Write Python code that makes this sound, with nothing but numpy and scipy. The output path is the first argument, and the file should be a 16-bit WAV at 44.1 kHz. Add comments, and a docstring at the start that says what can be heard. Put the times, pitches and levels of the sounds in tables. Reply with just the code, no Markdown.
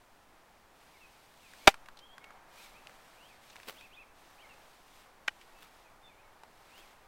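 """Playing catch on a grass field

A ball smacks into a leather glove close by: a burst of crackle, ringing glove tones and a low puff of air.
The leather creaks as short bursts of coloured noise, and a sleeve rubs and swishes as noise that swells.
A fainter, duller pop comes from the far player's glove.
Songbirds whistle gliding pure tones, with a noisy echo, over a soft distant rush of filtered noise."""
import sys
import numpy as np
from scipy import signal
from scipy.fft import rfft, irfft, next_fast_len
from scipy.io import wavfile

SR = 44100
rng = np.random.default_rng(int(sys.argv[2]) if len(sys.argv) > 2 else 0)


def store_wav(level_fs):
    """Save 16-bit WAV to argv[1]."""
    pcm = np.round(np.clip(np.atleast_2d(level_fs), -1, 1) * 32767)
    wavfile.write(sys.argv[1], SR, pcm.T.astype(np.int16))


N = 311787
TIME = np.arange(N) / SR   # time of every sample, in seconds

# Levels in the tables are relative: a source may be trimmed as a whole later.
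# Slow swells of the distant rush: (time [s], level [dB])
RUSH_SWELLS = [(0.0, -67.5), (0.61, -65.5), (0.92, -65), (1.4, -66), (1.73, -64), (2.09, -64),
               (2.34, -59.5), (2.56, -61.5), (4.09, -63.5), (4.51, -61.5), (4.75, -64), (7.07, -63.5)]
# Tone colour of the distant rush: (frequency [Hz], level [dB per Hz])
RUSH_COLOUR = [(100, -16), (200, -10), (400, -5), (800, 2.5), (1300, -2), (2200, -8.5), (4000, -21.5),
               (8000, -35.5)]
# Tone colour of the microphone's own noise: (frequency [Hz], level [dB per Hz])
MIC_NOISE_COLOUR = [(20, 6), (50, -9), (85, -7.5), (130, -11), (250, -10), (1000, -18), (4000, -23.5),
                    (15500, -31)]

# Sleeve rubbing with slow arm movements: (time [s], rise [s], hold [s], level [dB])
SLEEVE_RUBS = [(0.69, 0.13, 0.61, -67.5), (1.383, 0.26, 0.014, -58.5), (2.467, 0.14, 0.044, -57),
               (2.694, 0.24, 0.41, -66), (3.395, 0.054, 0.39, -64.5), (4.134, 0.052, 0.58, -67),
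               (4.78, 0.18, 0.049, -64), (5.199, 0.18, 0.43, -68), (6.35, 0.42, .12, -65)]
# Tone colour of the rubbing cloth: (frequency [Hz], level [dB per Hz])
RUSTLE_COLOUR = [(700, -20.5), (1400, -7), (2300, -3), (3600, -3.5), (5500, -8), (7200, -11), (8300, -9.5),
                 (10500, -15), (12300, -13.5), (15800, -18)]
# Quick swishes of arm and sleeve: (peak time [s], level [dB], rise [s], fall [s])
SWISHES = [(3.687, -44, 0.0092, 0.0051), (3.698, -45.5, 0.0056, 0.0064), (3.72, -58.5, 0.11, 0.088),
           (5.629, -57, 0.031, 0.031), (6.79, -56, 0.021, 0.021)]
# Tone colour of the swishes: (frequency [Hz], level [dB per Hz])
SWISH_COLOUR = [(70, -20), (200, 2), (350, 2), (600, 1), (1100, 0.5), (2000, -1), (3500, -2.5),
                (6000, -10.5), (11000, -13), (15500, -10.5)]
RUB_RELEASE_S, RUB_REST_DB = 0.079, -76.5   # dying away, and lying still

# Rising bird slurs: (time [s], length [s], level [dB], top pitch [Hz], bend [power])
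RISING_SLURS = [(1.591, 0.072, -65, 2500, 0.9), (2.553, .07, -65, 2690, 1.06),
                (2.728, 0.073, -64, 2710, 1.8), (3.145, 0.14, -67.5, 3350, 1.2),
                (3.749, 0.054, -64.5, 3790, 1.2), (3.904, 0.058, -65, 3820, 1),
                (4.371, .058, -66, 3280, 1.3), (6.16, 0.058, -70, 2750, 0.97),
                (6.68, 0.14, -67, 3420, 1.15)]
# Falling bird slurs: (time [s], length [s], level [dB], top pitch [Hz], end pitch [Hz])
FALLING_SLURS = [(0.937, .05, -65, 2400, 2050), (1.008, .055, -62.5, 2730, 2470),
                 (1.425, .1, -66, 2800, 2090), (2.625, 0.059, -61, 2450, 2150),
                 (3.286, .065, -67, 2790, 2060), (4.422, 0.046, -59, 2390, 2040),
                 (4.489, 0.054, -62, 2900, 2500), (5.834, 0.088, -70.5, 2725, 2130),
                 (6.075, 0.073, -68, 2700, 2100), (6.808, .07, -68, 2860, 2004)]
# Bird notes with a steady glide: (time [s], length [s], level [dB], starting pitch [Hz], climb [Hz])
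GLIDING_NOTES = [(2.006, .07, -59, 3030, 350), (2.082, .075, -60, 3130, 270), (2.205, .09, -59, 2170, 60),
                 (5.535, .1, -69, 2620, 30), (6.03, .058, -59, 3610, -110), (6.225, .075, -68, 2230, -70)]
# Wavy falling warbles that answer the two steepest slurs: (time [s], level [dB])
WARBLES = [(3.796, -57), (3.959, -55.5)]
WARBLE_S, WARBLE_FROM_HZ, WARBLE_TO_HZ = 0.078, 2730, 2300
WARBLE_SWING_HZ, WARBLE_TURNS = 190, 1.2
# A bend over 1 eases the end of a slur; slurs are louder the higher they are above LOW_HZ
LOW_HZ, FALLING_BEND, LOUDER_DB_PER_OCTAVE = 2080, 1.25, 12.5

# Creaks and taps of glove and ball in the hand:
# (time [s], starting level [dB], centre frequency [Hz], time to fall 60 dB [s])
CREAKS = [(1.536, -39, 1660, 0.014), (1.742, -31.5, 1340, 0.022), (1.859, -44, 2300, 0.024),
          (1.886, -35.5, 1272, 0.021), (1.971, -44, 3590, 0.028), (2.181, -35, 1030, 0.014),
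          (2.242, -39.5, 2170, 0.024), (2.306, -42, 1280, 0.028), (2.871, -33, 2970, 0.0092),
          (2.895, -40.5, 1490, 0.014), (3.558, -36.5, 1340, 0.013), (3.565, -37, 1960, 0.012),
          (3.6, -38, 1840, 0.012), (3.632, -39.5, 1530, 0.015), (3.81, -39.5, 2480, 0.016),
          (6.435, -35.5, 853, 0.014)]
# Tone colour of the creaks: (frequency [Hz], level [dB per Hz])
CREAK_COLOUR = [(100, -18), (400, -1.5), (1000, 3), (3000, 1.5), (8000, -2.5), (15500, -13)]
# Spells when the leather is worked and ticks faintly: (start [s], end [s])
HANDLING_SPELLS = [(1.96, 2.0), (3.48, 3.54), (5.4, 5.42)]
TICKS_PER_S, TICK_DB, TICK_HZ, TICK_T60_S = 35, -47.5, 2940, 0.049   # middle level and pitch

# The ball meets the near glove, seats in the pocket, and the fingers clap shut:
# (time [s], push level [dB], contact brightness [Hz], crackle level [dB])
NEAR_CATCH = [(1.67267, -15, 7500, -21), (1.67371, 4, 300, -15), (1.67512, -2, 1000, -11),
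              (1.67691, 5, 2000, -17), (1.68041, -6, 1800, -19), (1.68162, -11, 1700, -24),
              (1.68241, -18, 1300, -32), (1.69038, -24, 9000, -30)]
# Ringing tones of the near glove: (frequency [Hz], level [dB], time to fall 60 dB [s])
NEAR_GLOVE = [(262, -17.8, 0.012), (421, -16.0, 0.025), (625, -16.3, 0.026), (791, -10.5, 0.036),
              (974, -14.7, 0.031), (1201, -18.9, 0.03), (1369, -9.3, 0.022), (1544, -13.7, 0.019),
              (1761, -16.3, 0.023), (2055, -8.3, 0.016), (2309, -10.5, 0.018), (2441, -14.6, 0.024),
              (2944, -16.5, 0.039), (3255, -15.9, 0.02), (3627, -11.0, 0.026), (4643, -14.3, 0.013),
              (5270, -15.1, 0.013)]
# Contacts of the far catch: (time [s], push level [dB], contact brightness [Hz], crackle level [dB])
FAR_CATCH = [(5.27857, -26, 3900, -32), (5.28007, -20, 2000, -38), (5.28193, -7.7, 1500, -38),
             (5.2839, -24, 2700, -40), (5.28562, -25.6, 2700, -50), (5.29149, -36, 4800, -54)]
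# Ringing tones of the far glove: (frequency [Hz], level [dB], time to fall 60 dB [s])
FAR_GLOVE = [(302, -25, 0.012), (840, -20.5, 0.019), (1567, -7.5, 0.0098), (1880, -8.5, 0.015),
             (2304, -3.5, .01), (2920, -20, 0.034), (3000, -24, 0.033), (5200, -18.5, 0.0069)]
# Tone colour of slapped leather: (frequency [Hz], level [dB per Hz])
LEATHER_COLOUR = [(100, -15.5), (400, -4.5), (1000, -1.5), (2500, 1), (4000, -5), (6000, -7),
                  (10000, -14.5), (15500, -19.5)]
CUTOFF_HZ = 15800   # top of the finished sound


def from_db(db):
    """Turn decibels into a plain multiplier."""
    return 10 ** (np.asarray(db) / 20)


def rms_one(x):
    """Scale a sound so its average strength (rms) is 1."""
    return x / np.sqrt(np.mean(x ** 2) + 1e-20)


def level(rows):
    """Join (time, dB) points into a gain for every sample."""
    return from_db(np.interp(TIME, *np.transpose(rows)))


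def butter(x, hz, kind, order=2):
    """Take off the highs ("low" pass) or the lows ("high" pass)."""
    safe_hz = np.clip(hz, 10, 0.45 * SR)
    return signal.sosfilt(signal.butter(order, safe_hz, kind, fs=SR, output="sos"), x + 1e-18)


def noise(colour):
    """Shape random hiss to a smooth tone colour, with rms 1."""
    hz, db = np.transpose(colour)
    size = next_fast_len(N)
    bins = np.maximum(np.fft.rfftfreq(size, 1 / SR), 1)
    gain = from_db(np.interp(np.log(bins), np.log(hz), db))
    spectrum = gain * rfft(rng.standard_normal(size))
    return rms_one(irfft(spectrum)[:N])


def flutter(per_s, depth_db):
    """Make a gain that wanders between random points, per_s of them each second."""
    steps = rng.standard_normal(N // 8)
    return from_db(depth_db * np.interp(TIME * per_s, np.arange(len(steps)), steps))


def decay(start, t60):
    """Jump to 1 at the start, then die away by 60 dB in t60 seconds."""
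    age = TIME - start
    return (age >= 0) * from_db(-60 * np.clip(age / t60, 0, 10))


def background():
    """The far rush of open country swells gently over the microphone's own steady noise."""
    rush = from_db(1.5) * level(RUSH_SWELLS) * flutter(12, 0.75) * noise(RUSH_COLOUR)
    return rush + from_db(-64.5) * noise(MIC_NOISE_COLOUR)


def sleeve():
    """Cloth rubs with every slow movement and swishes when the arm moves fast."""
    moving = np.zeros(N)
    for s, rise, hold, db in SLEEVE_RUBS:
        swell = np.clip((TIME - s) / rise, 0, 1)
        release = np.exp(-np.clip((TIME - s - rise - hold) / RUB_RELEASE_S, 0, 20))
        moving += from_db(db) * swell * release
    speed = np.zeros(N)
    for s, db, rise, fall in SWISHES:
        distance = np.maximum((s - TIME) / rise, (TIME - s) / fall)   # from the peak, before or after
        speed += from_db(db) * np.exp(-np.minimum(distance, 20))
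    rubbing = np.hypot(moving, from_db(RUB_REST_DB)) * flutter(210, 1.0) * noise(RUSTLE_COLOUR)
    swishing = speed * flutter(400, 4.1) * noise(SWISH_COLOUR)
    return rubbing + swishing


def along(length):
    """Count from 0 to 1 over a note of this many seconds."""
    return np.linspace(0, 1, round(length * SR))


def notes():
    """List bird notes as (time, dB, pitch at each sample); slurs are louder towards their top."""
    slurs = []
    for s, length, db, top, bend in RISING_SLURS:
        slurs.append((s, db, top + (LOW_HZ - top) * (1 - along(length)) ** bend))
    for s, length, db, top, end in FALLING_SLURS:
        slurs.append((s, db, end + (top - end) * (1 - along(length)) ** FALLING_BEND))
    rows = [(s, db + LOUDER_DB_PER_OCTAVE * np.log2(hz / LOW_HZ), hz) for s, db, hz in slurs]
    for s, length, db, hz, climb in GLIDING_NOTES:
        rows.append((s, db, hz + climb * along(length)))
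    u = along(WARBLE_S)
    fall = WARBLE_FROM_HZ + (WARBLE_TO_HZ - WARBLE_FROM_HZ) * u
    warble = fall - WARBLE_SWING_HZ * np.sin(2 * np.pi * WARBLE_TURNS * u)
    return rows + [(s, db, warble) for s, db in WARBLES]


def birds(waver, echo_db, echo_t60):
    """Pure whistles glide in pitch, and trees scatter them into a fading echo."""
    song, unsteady = np.zeros(N), flutter(130, 0.98)
    for s, db, hz in notes():
        start = round(s * SR)
        span = slice(start, start + len(hz))
        arch = np.sqrt(2 * np.abs(np.sin(np.linspace(0, np.pi, len(hz)))))   # fades in and out
        phase = 2 * np.pi * np.cumsum(hz * unsteady[span] ** waver) / SR
        song[span] += from_db(db) * arch * np.sin(phase)
    trees = rng.standard_normal(SR) * from_db(-60 * TIME[:SR] / echo_t60)
    echo = signal.fftconvolve(song, trees / np.linalg.norm(trees))[:N]
    return from_db(-2.5) * song * unsteady + from_db(echo_db) * echo


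def flight(db, rise, top_hz):
    """The air round the incoming ball rushes louder until the glove stops it."""
    to_go = NEAR_CATCH[0][0] - TIME
    nearness = (to_go > 0) / (1 + np.abs(to_go) / rise)   # half strength at rise seconds to go
    rush = rms_one(butter(noise(LEATHER_COLOUR), top_hz, "low"))
    return from_db(db) * nearness * (to_go < 0.3) * rush


def ticks():
    """Worked leather slips faintly at uneven moments; rows are laid out like the creaks."""
    rows = []
    for start, end in HANDLING_SPELLS:
        count = max(1, round(TICKS_PER_S * (end - start)))
        for k, (when, size, pitch) in enumerate(rng.random((count, 3))):
            s = start + (end - start) * (k + when) / count
            db = TICK_DB + 6 * (size - 0.5)
            hz = TICK_HZ * 2 ** (pitch - 0.5)   # up to half an octave either way
            rows.append((s, db, hz, TICK_T60_S))
    return rows


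def creaks(width, broad_db):
    """Leather slips briefly: fading noise through one broad resonance, plus some plain noise."""
    out, grain, size = np.zeros(N), noise(CREAK_COLOUR), SR // 10
    for s, db, hz, t60 in list(CREAKS) + ticks():
        i = round(s * SR)
        fade = from_db(-60 * TIME[:size] / t60)
        slip = grain[i:i + size] * fade
        r = np.exp(-np.pi * width * hz / SR)   # width is a share of the centre frequency
        tone = signal.lfilter([1, 0, -1], [1, -2 * r * np.cos(2 * np.pi * hz / SR), r * r], slip)
        mix = rms_one(rms_one(tone) + from_db(broad_db) * rms_one(slip))
        out[i:i + size] += from_db(db) * np.std(fade) * mix   # the level is that of the first instant
    return out


def ring(force, hz, t60):
    """A push sets one tone of the glove swinging; a unit click starts it at height 1."""
    r, w = from_db(-60 / (t60 * SR)), 2 * np.pi * hz / SR
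    return signal.lfilter([0.5, 0, -0.5], [1, -2 * r * np.cos(w), r * r], force + 1e-18)


def smear(x, hz, order):
    """Slack leather passes low notes on later than high ones: a chain of all-pass filters."""
    a = np.exp(-2 * np.pi * hz / SR)
    return signal.sosfilt([[-a, 1, 0, 1, -a, 0]] * order, x + 1e-18)


def catch(contacts, modes, body_db, crack_db, crackle_t60, settle_db, settle_t60):
    """Each contact makes the glove ring and the leather crackle; then the glove settles."""
    force, crackle = np.zeros(N), np.zeros(N)
    for s, db, bright_hz, crackle_db in contacts:
        push = np.zeros(N)
        push[round(s * SR)] = from_db(db)
        force += butter(push, bright_hz, "low", order=1)   # a padded contact is a duller one
        crackle += from_db(crackle_db) * decay(s, crackle_t60)
    ringing = sum(from_db(db) * ring(force, hz, t60) for hz, db, t60 in modes)
    body = smear(ringing, hz=1430, order=4)
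    settling = from_db(settle_db) * decay(contacts[2][0], settle_t60) * flutter(700, 1.1)
    leather = (from_db(crack_db) * crackle + settling) * noise(LEATHER_COLOUR)
    return from_db(body_db) * body + leather


def thump(db, t60, after_db, after_t60, top_hz):
    """Air squeezed from the pocket presses on the microphone, which swings back and recovers slowly."""
    s = NEAR_CATCH[1][0]
    press = from_db(db) * decay(s, t60)
    swing_back = from_db(after_db) * decay(s, after_t60)
    return butter(press - swing_back, top_hz, "low")


def scene():
    """Add up both catches, the flying ball, the handling, the birds and the field."""
    near = catch(NEAR_CATCH, NEAR_GLOVE, body_db=1.0, crack_db=-5.5, crackle_t60=0.010,
                 settle_db=-23.0, settle_t60=0.084)
    near = butter(near, 170, "high")   # little of the near catch lies below 170 Hz
    far = catch(FAR_CATCH, FAR_GLOVE, body_db=0.3, crack_db=-6, crackle_t60=0.0086,
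                settle_db=-56, settle_t60=0.1)
    far = butter(far, 13000, "low")   # air and grass take off the top and bottom
    far = butter(far, 420, "high", order=1)
    whoosh = flight(db=-49.0, rise=0.0064, top_hz=450)
    puff = thump(db=-12.5, t60=0.017, after_db=-48.5, after_t60=1.1, top_hz=75)
    handling = from_db(-5.5) * creaks(width=0.45, broad_db=-9.0) + sleeve()
    song = birds(waver=0.04, echo_db=-7, echo_t60=0.39)
    return (near + far + whoosh + puff + handling + song + background())[None]


def record(dry):
    """Squash the loudest peaks smoothly, then cut the very top."""
    rounded = dry / (1 + dry ** 4) ** 0.25
    top_cut = signal.ellip(12, 0.1, 90, CUTOFF_HZ, fs=SR, output="sos")   # ripple and stop depth in dB
    return signal.sosfilt(top_cut, rounded)


dry = scene()
out = record(dry)
store_wav(out)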